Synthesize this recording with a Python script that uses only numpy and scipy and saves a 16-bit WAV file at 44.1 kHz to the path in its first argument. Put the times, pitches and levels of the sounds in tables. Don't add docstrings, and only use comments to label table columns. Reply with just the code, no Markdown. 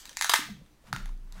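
import sys
import numpy as np
from scipy import signal
from scipy.fft import rfft, irfft
from scipy.io import wavfile

SR = 44100
rng = np.random.default_rng(int(sys.argv[2]) if len(sys.argv) > 2 else 0)


def elevation(decibels):
    levels = np.asarray(decibels, float)
    return 10 ** (levels / 20)


def materialize(psi):
    bounded = np.clip(np.atleast_2d(psi).T, -1, 1)
    quanta = np.round(bounded * 32767).astype(np.int16)
    wavfile.write(sys.argv[1], SR, quanta)


N = 61739
LEAD = 4410


def rms_one(x):
    return x / np.sqrt(np.mean(x ** 2) + 1e-20)


def in_time(rows):
    return np.interp(np.arange(N) / SR, *np.transpose(rows))


def at_hz(points, hz, axis=1):
    points = np.array(points)
    return np.interp(np.log(np.maximum(hz, 1)), np.log(points[:, 0]), points[:, axis])


def colour(x, points):
    gain = elevation(at_hz(points, np.fft.rfftfreq(len(x), 1 / SR)))
    return rms_one(irfft(rfft(x) * gain, len(x)))


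def drift(rate_hz):
    r = np.exp(-2 * np.pi * rate_hz / SR)
    settle = 9000
    return rms_one(signal.lfilter([1], [1, -2 * r, r * r], rng.standard_normal(N + settle))[settle:])


def band_pass(x, low_hz, high_hz):
    return signal.sosfilt(signal.butter(2, [low_hz, high_hz], "band", fs=SR, output="sos"), x)


def add(out, start_s, x):
    i = int(start_s * SR) + LEAD
    out[i:i + len(x)] += x[:len(out) - i]


def ring(t, hz, t60):
    return np.sin(2 * np.pi * hz * t) * elevation(-60 * t / t60)


def snaps():
    # (time [s], peak level [dB], pitch of
    # hollow leg [Hz], bright crack against ring [dB])
    snap_table = [(-.04, -24, 2900, 5), (0.0551, -33, 5270, 4), (0.0653, -48, 4513, 9),
                  (0.0937, -31.5, 3570, 4.5), (0.1297, -51, 4900, 14), (.136, -44.5, 3900, -1),
                  (0.1704, -20.5, 1900, 2.5), (0.165, -42, 4000, 1.5), (0.2115, -15.5, 1840, 3),
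                  (.2231, -20.5, 1500, 7), (.245, -14.5, 1476, 2), (.257, -22, 1179, -15),
                  (.2949, -13.5, 1120, 7), (0.2977, -13.5, 1130, 5), (.302, -18.5, 1160, 0),
                  (0.3174, -18, 1296, -12), (.3368, -5.5, 1032, -0.5), (0.3402, -6, 1720, -1),
                  (0.504, -41, 3000, 0), (0.662, -56.5, 1234, 1.5), (.9286, -13, 1346, -9),
                  (0.9364, -26, 4260, -4), (0.9626, -24, 1760, -3.5), (.973, -38, 3900, -16),
                  (1.058, -37, 1900, 1), (1.0917, -40, 1005, -9.5), (1.176, -62, 6000, 8),
                  (1.3238, -42, 4000, 5.5), (1.398, -37.5, 1160, -10)]
    # (frequency [Hz], level [dB], time to die by 60 dB [s])
    wall_modes = [(1900, -4.5, .006), (3033, -5.5, 0.0079), (3706, -0.5, .005), (4463, -1.5, 0.0061),
                  (5210, -5, 0.0044), (6376, 2, .004), (8006, -0.5, 0.0038), (9960, -4.5, 0.0025),
                  (11320, -4.5, 0.0032), (14200, -4, .002)]
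    cycles = 9.34
    out, t = np.zeros(N + LEAD), np.arange(2000) / SR
    luck = rng.standard_normal((len(snap_table), 3, len(wall_modes)))
    shape = (len(snap_table), len(t))
    bits = rng.standard_normal(shape) * rng.exponential(1, shape)
    bits = signal.sosfilt(signal.butter(1, 6000, fs=SR, output="sos"), bits)
    for (start_s, db, hz, crack_db), (loud, tune, late), splinters in zip(snap_table, luck, bits):
        x = ring(t, hz, cycles / hz) + elevation(-4) * ring(t, hz * 0.6, cycles / hz)
        x = x + splinters * elevation(crack_db - 14.5 - 60 * t / 0.017)
        for (wall_hz, wall_db, t60), a, b, c in zip(wall_modes, loud, tune, late):
            since = np.maximum(t - .00012 * abs(c), 0)
            strength = np.sign(b) * elevation(crack_db + wall_db - 7.5 + 1.5 * a)
            x = x + strength * ring(since, wall_hz * (1 + 0.048 * b), t60)
        add(out, start_s, -elevation(db) * x)
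    return signal.sosfilt(signal.butter(6, 798, "high", fs=SR, output="sos"), out)


def echoes(x):
    # (frequency [Hz], time to die by 60 dB [s], level [dB])
    room_bands = [(300, .3, -19.5), (700, 0.3, -18), (1500, 0.32, -9), (3000, 0.39, -8), (6000, 0.38, -10),
                  (10000, 0.24, -6.5), (15000, 0.37, -12)]
    t, edges = np.arange(SR // 2) / SR, 200 * 2 ** np.arange(0, 6.6, .5)
    white = rng.standard_normal((2, len(t)))
    response = 0
    for k, (low, high) in enumerate(zip(edges, edges[1:])):
        hz = np.sqrt(low * high)
        fade_db = at_hz(room_bands, hz, axis=2) - 60 * t / at_hz(room_bands, hz)
        response = response + band_pass(white[k % 2], low, high) * elevation(fade_db)
    diffuse = 1 - np.exp(-np.maximum(t - 0.002, 0) / 0.0063)
    near = elevation(6.5 - 60 * t / .02)
    wall_db = 4.5 * np.exp(-((t - .021) / 0.003) ** 2)
    return signal.fftconvolve(x, response * (diffuse + near) * elevation(wall_db - 22))[:len(x)]


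def handling():
    # (time [s], level [dB])
    rustle_level = [(0, -65.5), (.1, -60), (.16, -68), (.2, -73.5), (.78, -81.5), (.84, -68.5), (.88, -56),
                    (.92, -63.5), (1.0, -53.5), (1.08, -62.5), (1.13, -68), (1.17, -78.5), (1.32, -68),
                    (1.36, -57), (1.4, -55)]
    # (frequency [Hz], level [dB per Hz])
    rustle_colour = [(250, -25), (600, -2), (1300, 2), (2500, -7), (4500, -11), (8000, -15), (16000, -25)]
    grains_per_s, spread_db, lumps_db = 3000, 4, 1.2
    sizes = elevation(spread_db * np.minimum(rng.exponential(1, N), 5)) * rng.choice([-1, 1], N)
    grains = sizes * (rng.random(N) < grains_per_s / SR)
    grains = grains + 0.9 * rng.standard_normal(N)
    return elevation(in_time(rustle_level) + lumps_db * drift(30)) * colour(grains, rustle_colour)


def creak():
    # (time [s], level [dB])
    creak_level = [(0, -81), (.15, -71.5), (.33, -70), (.4, -59), (.5, -53), (.62, -53), (.7, -70),
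                   (.83, -67.5), (.89, -57.5), (.95, -40), (1.05, -55), (1.25, -59), (1.31, -67),
                   (1.4, -57)]
    return elevation(in_time(creak_level)) * rms_one(band_pass(rng.standard_normal(N), 110, 210))


def floor_noise():
    # (frequency [Hz], level [dB per Hz])
    floor_colour = [(15, -6), (30, -1), (70, -11), (120, -25), (300, -18.5), (550, -26.5), (1200, -29),
                    (16000, -43.5)]
    return elevation(-59.5) * colour(rng.standard_normal(N), floor_colour)


def knocks():
    # (time [s], peak level
    # [dB], pitch [Hz], rise [s], time to die by 60 dB [s])
    knock_table = [(0.081, -47, 252, 0.0013, 0.032), (.112, -43.5, 530, 0.0019, 0.021),
                   (0.24, -44.5, 418, 0.0008, 0.027), (.2955, -29, 420, 0.00045, .014),
                   (0.335, -24.5, 749, .0005, .01), (0.3374, -15, 4234, .0002, .008),
                   (0.3368, -30.5, 369.4, .001, .03), (.3915, -27, 280, .001, .03),
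                   (.408, -43, 300, .004, .2), (.486, -44, 450, .002, .03),
                   (.488, -45, 700, 0.00067, 0.041), (.49, -45, 55, 0.018, 0.34),
                   (.497, -27, 203, .009, .14), (.532, -38, 168, .008, .2),
                   (.612, -46.5, 528, 0.0015, 0.022), (.7, -53, 300, 0.008, 0.13),
                   (.84, -50, 532, 0.0013, 0.028), (.925, -37, 60, .015, .2),
                   (.9287, -33, 3800, .0002, .005), (.9315, -26, 140, .005, .09),
                   (.9455, -23, 1400, .003, .03), (0.977, -47, 1380, 0.0049, 0.04),
                   (1.057, -44, 805, 0.00093, .03), (1.369, -44.5, 175, 0.011, 0.24)]
    out, t = np.zeros(N + LEAD), np.arange(12000) / SR
    for start_s, db, hz, rise_s, t60 in knock_table:
        add(out, start_s, elevation(db) * (1 - np.exp(-t / rise_s)) * ring(t, hz, t60))
    return out


def whistles():
    # (start [s], length [s], pitch [Hz], level [dB])
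    whistle_table = [
        (.63, .06, 8400, -78),
        (.7, .06, 6050, -75),
        (.69, .12, 4050, -80),
        (.8, .05, 8400, -79),
        (.62, .05, 11000, -83),
    ]
    out = np.zeros(N + LEAD)
    for start_s, length_s, hz, db in whistle_table:
        t = np.arange(int(length_s * SR)) / SR
        wobble = np.cumsum(rng.standard_normal(9000))[:len(t)] * .03
        swell = np.sin(np.pi * t / length_s)
        add(out, start_s, elevation(db) * swell * np.sin(2 * np.pi * hz * t + wobble))
    return out[LEAD:]


def sway():
    # (time [s], level [dB])
    sway_level = [
        (.975, -41),
        (1.0, -47),
        (1.035, -34),
        (1.13, -33.5),
        (1.19, -41.5),
        (1.35, -41.5),
        (1.4, -46),
    ]
    hz, phase = 29.15, 3.35
    silence = (sway_level[0][0] - .03, -90)
    strength = elevation(in_time([silence] + list(sway_level)) + 4)
    return strength * np.sin(2 * np.pi * hz * (np.arange(N) / SR - 1.1) + phase)


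def scene():
    hits = snaps() + knocks()
    sheltered = np.arange(len(hits)) > .9 * SR + LEAD
    sent = hits * elevation(-4.5 * sheltered)
    hits = (hits + echoes(sent))[LEAD:]
    return (hits + handling() + creak() + floor_noise() + whistles() + sway())[None]


def low_pass(x):
    return signal.sosfilt(signal.butter(12, 16980, fs=SR, output="sos"), x)


def record(dry):
    step = signal.sosfilt(signal.ellip(4, .5, 22, 15750, fs=SR, output="sos"), dry)
    mix = signal.sosfilt(signal.cheby2(10, 50, 17100, fs=SR, output="sos"), step)
    return low_pass(mix)


dry = scene()
out = record(dry)
materialize(out)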